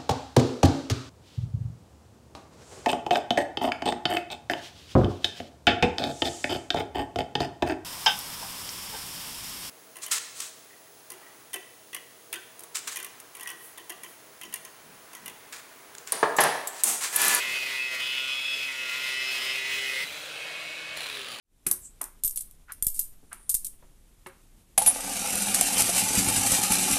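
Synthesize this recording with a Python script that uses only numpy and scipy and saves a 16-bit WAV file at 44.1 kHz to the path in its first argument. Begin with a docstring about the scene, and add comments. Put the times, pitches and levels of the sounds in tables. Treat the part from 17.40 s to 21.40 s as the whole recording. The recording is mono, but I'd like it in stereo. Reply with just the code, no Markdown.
"""Outdoors at a steel cattle chute, close up on a stereo microphone: an angle grinder trims a cow's hoof.
The disc scrapes once a turn, rings and throws grit, and the load holds the motor back. Lifted off,
it speeds up to a quieter whirr of fan air, two whistles and brief metallic rings;
then it is switched off and coasts down with rattling gears."""
import sys
import numpy as np
from scipy import signal
from scipy.fft import rfft, irfft, next_fast_len
from scipy.io import wavfile
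from scipy.ndimage import uniform_filter1d, map_coordinates

SR = 44100
rng = np.random.default_rng(int(sys.argv[2]) if len(sys.argv) > 2 else 0)


def write(x):
    x = np.atleast_2d(x).T
    wavfile.write(sys.argv[1], SR, np.round(np.clip(x, -1, 1) * 32767).astype(np.int16))


N = 176400
STEP = 64  # samples per control point
T = np.arange(N) / SR
SLOW_T = T[::STEP]
LIFT_S, OFF_S = 2.637, 3.565  # the disc leaves the hoof; the motor is switched off
FULL_BITE_DB = -41  # top of the scraping curve

# speed of the shaft (time [s], speed [turns/s])
SHAFT_SPEED = [(0, 133.4), (.11, 128.9), (.15, 133.4), (.21, 131.6), (.31, 134.2), (.4, 130.4),
               (.63, 126.1), (.71, 130), (.87, 130.9), (.98, 135.2), (1.1, 136.3), (1.27, 134.7),
               (1.38, 129.8), (1.5, 127.5), (1.71, 130.5), (1.97, 128.7), (2.33, 133.9), (2.59, 131.9),
               (2.72, 148), (2.86, 154.8), (3.05, 157.2), (3.57, 158.3), (4, 113)]
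# how hard the disc scrapes (time [s], level [dB])
SCRAPE_LEVEL = [(0, -42), (.38, -44.5), (.41, -49), (.51, -48), (.545, -43), (.58, -48.5), (.61, -43.5),
                (.72, -49.5), (.88, -47), (1.07, -50), (1.15, -45.5), (1.28, -48), (1.31, -48.5),
                (1.4, -49.5), (1.43, -46.5), (1.52, -45.5), (1.68, -43), (1.78, -47), (1.97, -42),
                (2.12, -44), (2.25, -45.5), (2.35, -41), (2.44, -44.5), (2.63, -42.5)]


def disc_whine(angle):
    """An uneven scrape each turn makes shaft harmonics; those in the disc's resonances squeal."""
    # buzz spectrum (frequency [Hz], gain [dB])
    buzz_spectrum = [(520, -16), (770, -28.5), (905, -16), (1080, -14.5), (1650, -16.5), (3000, -6),
                     (8200, -24)]
    # resonances of the disc on the hoof (centre [Hz], width [Hz])
    resonances = [(1417, 128), (2032, 196), (2559, 117), (2980, 260), (3390, 165), (5120, 148)]
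    # strength of each resonance, lowest first (time [s], level [dB])
    ring_1 = [(.68, -51.5), (.86, -42), (1, -55.5), (1.62, -41.5), (2, -58)]
    ring_2 = [(0.11, -34.5), (0.23, -44), (0.34, -35), (0.43, -40), (0.57, -35), (0.62, -43), (1.27, -55),
              (1.29, -34.5), (1.34, -42), (1.8, -34.5), (1.94, -46), (2.01, -38), (2.5, -34)]
    ring_3 = [(0.26, -31), (0.3, -46.5), (0.39, -28.5), (0.48, -32), (.58, -37), (.61, -32), (1.22, -30.5),
              (1.35, -39.5), (1.39, -33), (1.47, -35.5), (1.96, -33), (2.03, -43), (2.16, -31.5),
              (2.29, -39), (2.35, -30.5), (2.43, -42.5), (2.49, -31.5), (2.59, -43)]
    ring_4 = [(0.13, -53), (0.15, -37.5), (0.42, -60), (.585, -52), (.61, -36.5), (0.94, -38.5),
              (0.99, -50), (2.14, -39.5), (2.2, -52), (2.41, -41.5), (2.62, -56)]
    ring_5 = [(.57, -49), (.62, -36.5), (1.14, -33), (1.4, -49), (2.08, -46), (2.6, -49)]
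    ring_6 = [(.45, -52), (1.15, -44), (1.3, -55), (1.82, -45), (1.88, -37.5), (1.94, -46), (2.01, -39.5),
              (2.12, -40.5), (2.18, -50)]
    rings = (ring_1, ring_2, ring_3, ring_4, ring_5, ring_6)
    speed = curve(SHAFT_SPEED, SLOW_T)
    force = contact(SLOW_T) * amp(1.1 * wobble(110))
    buzz_db = pressure_db(SLOW_T)
    whine = 0
    for order in range(4, 80):
        hz = order * speed
        gain = amp(buzz_db + along(buzz_spectrum, hz) + 4 * wobble(9))
        for (centre, width), ring in zip(resonances, rings):
            detuning = 2 * (hz - centre) / width
            squeal = amp(curve(ring, SLOW_T)) / np.hypot(1, detuning ** 2)
            gain = np.hypot(gain, squeal)
        flicker = amp(1.1 * wobble(20))
        whine = whine + partial(order * angle, gain * force * flicker, rough=.16, width=.42)
    return whine


def hoof_scrape(angle):
    """Horn tears off in bursts tied to the turning disc: a coarse rasp and a spray of grit."""
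    # spectra of rasp and grit (frequency [Hz], gain [dB])
    rasp_spectrum = [(400, -28), (1000, -15.5), (1650, -11), (2100, 4.5), (5000, -4.5), (10000, -53)]
    grit_spectrum = [(3000, -15.5), (5500, -0.5), (9300, -0.5), (15500, -6.5)]
    bite_db = 1.4 * np.cos(angle) + 1.9 * np.cos(2 * angle) + 1.5 * full(wobble(130) + wobble(16))
    rasp = amp(pressure_db(T) + 4.3) * rush(rasp_spectrum, amp(bite_db), patchy_db=2.8)
    grit = amp(curve(SCRAPE_LEVEL, T) + 3) * rush(grit_spectrum, amp(.62 * bite_db), patchy_db=3.2)
    lingering = amp(-4.5 - 14.5 * since(LIFT_S, T))  # a fainter hiss outlasts the lift
    scrape = rasp * contact(T) + grit * np.maximum(contact(T), lingering)
    return scrape * amp([[.5], [-.5]])  # slightly left


def motor_and_fan(angle):
    """The motor hums and drones; its fan air whistles near full speed and ebbs as the fan coasts."""
    # motor hum and fan whistles (shaft harmonic [number], level [dB])
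    hum_tones = [(1, -66.5), (2, -61.5)]
    whistle_tones = [(14, -43), (16, -44)]
    # drone on the third shaft harmonic (time [s], level [dB])
    drone_level = [(.3, -55), (1.1, -66), (1.85, -54), (2.4, -49.5), (2.85, -62), (3.65, -61), (3.8, -47.5),
                   (3.9, -63)]
    # fan air spectrum (frequency [Hz], gain [dB])
    air_spectrum = [(25, -28), (130, -15.5), (300, -17.5), (620, -5), (850, -13), (1550, -4.5), (1950, -7),
                    (2500, -0.5), (4300, -8.5), (5400, -17), (9000, -18), (15500, -38)]
    full_speed_hz = 157.2
    speed = curve(SHAFT_SPEED, SLOW_T)
    running_free = (SLOW_T > LIFT_S) * (SLOW_T < OFF_S)
    whistling = np.interp(speed, [155.5, full_speed_hz], [.2, 1]) * running_free
    motor_tones = [*hum_tones, (3, curve(drone_level, SLOW_T))]
    hum = sum(partial(round(order) * angle, amp(db), rough=.3, width=.18) for order, db in motor_tones)
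    whistles = sum(partial(round(order) * angle, amp(db) * whistling, rough=.09, width=.35)
                   for order, db in whistle_tones)
    air_db = -38 + (curve(SCRAPE_LEVEL, T) - FULL_BITE_DB) * contact(T)
    flow = full(np.where(SLOW_T > OFF_S, speed / full_speed_hz, 1))
    air = amp(air_db) * flow * rush(air_spectrum, amp(np.cos(angle)), patchy_db=2.2)
    return hum + whistles + air


def gear_rattle(angle, fade_db_per_s=12.5):
    """With the power off, the slack gears chatter unevenly and fade."""
    # rattle spectrum (frequency [Hz], gain [dB])
    rattle_spectrum = [(150, -11), (3900, 0.5), (5800, -11), (9500, -8.5), (10000, -1.5), (10800, -15)]
    chatter = amp(3.2 * full(wobble(260)) + 2 * np.cos(angle))
    fade = (T > OFF_S) * amp(-37 - fade_db_per_s * since(OFF_S, T))
    return fade * rush(rattle_spectrum, chatter, patchy_db=3)


def gear_case():
    """The unloaded gears set the case ringing in short, wavering swells."""
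    # rings of the case (middle [s], half length [s], frequency [Hz], level [dB])
    case_rings = [(2.69, .07, 2055, -47), (2.716, 0.15, 3950, -50), (3.68, 0.17, 4060, -53),
                  (3.72, 0.011, 5150, -43), (3.91, 0.054, 4670, -48)]
    ringing = 0
    for middle, half, hz, db in case_rings:
        swell = amp(db) * np.exp(-np.square((SLOW_T - middle) / half))
        ringing = ringing + partial(2 * np.pi * hz * T, swell, rough=.6, width=.4)
    return ringing


def contact(t, release_db_per_s=750):
    """1 while the disc is on the hoof, dying quickly once it lifts."""
    return amp(-release_db_per_s * since(LIFT_S, t))


def pressure_db(t):
    """Base level of buzz and rasp: they follow the grit, with a smaller swing."""
    return FULL_BITE_DB + .55 * (curve(SCRAPE_LEVEL, t) - FULL_BITE_DB)


def partial(angle, gain, rough, width):
    """One fluttering tone; reflections off the steel make it differ from left to right."""
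    mid = np.exp(2j * wobble(0.94)) + rough * (wobble(70) + 1j * wobble(70))
    side = width * np.exp(2j * wobble(2.115))
    cos, sin = np.cos(angle), np.sin(angle)
    channels = (gain * (mid + side), gain * (mid - side))
    return np.array([full(channel.real) * cos - full(channel.imag) * sin for channel in channels])


def rush(spectrum, gate, patchy_db):
    """Stereo noise of rms 1, chopped by a gate, with patches of random gain."""
    # likeness of left and right at the microphone (frequency [Hz], correlation [0-1])
    likeness = [(30, 0.28), (400, 0.99), (2500, 0.66), (4500, 0.61), (8000, 0)]

    def mid_side_response(hz):
        spread = np.arccos(np.clip(along(likeness, hz), -1, 1)) / 2
        return amp(along(spectrum, hz)) * [np.cos(spread), np.sin(spread)]

    *_, bins = signal.stft(rng.standard_normal((2, N)), nperseg=1024)
    patches = uniform_filter1d(rng.standard_normal(bins.shape[1:]), size=4, axis=0)  # across frequency
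    patches = uniform_filter1d(patches, size=14)  # across time
    _, noise = signal.istft(bins * amp(patchy_db * unit(patches)), nperseg=1024)
    mid, side = filtered(noise[:, :N] * gate, mid_side_response)
    return unit(np.array([mid + side, mid - side]))


def filtered(x, response):
    """x shaped by a frequency response."""
    size = next_fast_len(N + SR // 4)
    return irfft(rfft(x, size) * response(np.fft.rfftfreq(size, 1 / SR)), size)[..., :N]


def wobble(rate):
    """A smooth random control curve, rate knots a second."""
    return map_coordinates(rng.standard_normal(len(SLOW_T)), [SLOW_T * rate + 2], mode="wrap")


def full(control):
    """A control curve at one value per sample."""
    knots = np.asarray(control, np.float32)[:, None]
    ramp = np.arange(STEP, dtype=np.float32) / STEP
    return (knots + np.diff(knots, axis=0, append=knots[-1:]) * ramp).ravel()[:N]


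def curve(points, t):
    """(time, value) points read at times t."""
    return np.interp(t, *np.transpose(points))


def along(points, hz):
    """(frequency, value) points read on a log axis."""
    freqs, values = np.transpose(points)
    return np.interp(np.log1p(hz), np.log1p(freqs), values)


def since(start, t):
    """Seconds gone by after start, zero before it."""
    return np.maximum(t - start, 0)


def amp(db):
    """Decibels to amplitude."""
    return 10 ** (np.asarray(db) / 20)


def unit(x):
    """x scaled to rms 1."""
    return x / np.sqrt(np.mean(x ** 2) + 1e-20)


def scene():
    """The grinder at the chute: one shaft paces every layer but the ringing case."""
    speed = curve(SHAFT_SPEED, T) + .25 * full(wobble(25))
    angle = (2 * np.pi * (np.cumsum(speed) / SR % 1)).astype(np.float32)
    whine = disc_whine(angle) * amp([[-.7], [.7]])  # slightly right
    return whine + hoof_scrape(angle) + motor_and_fan(angle) + gear_case() + gear_rattle(angle)


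def record(dry):
    """The camera microphone keeps nothing above its band limit."""
    top_hz = 15750
    return filtered(dry, lambda hz: np.clip((top_hz - hz) / 100, 0, 1))


dry = scene()
out = record(dry)
write(out)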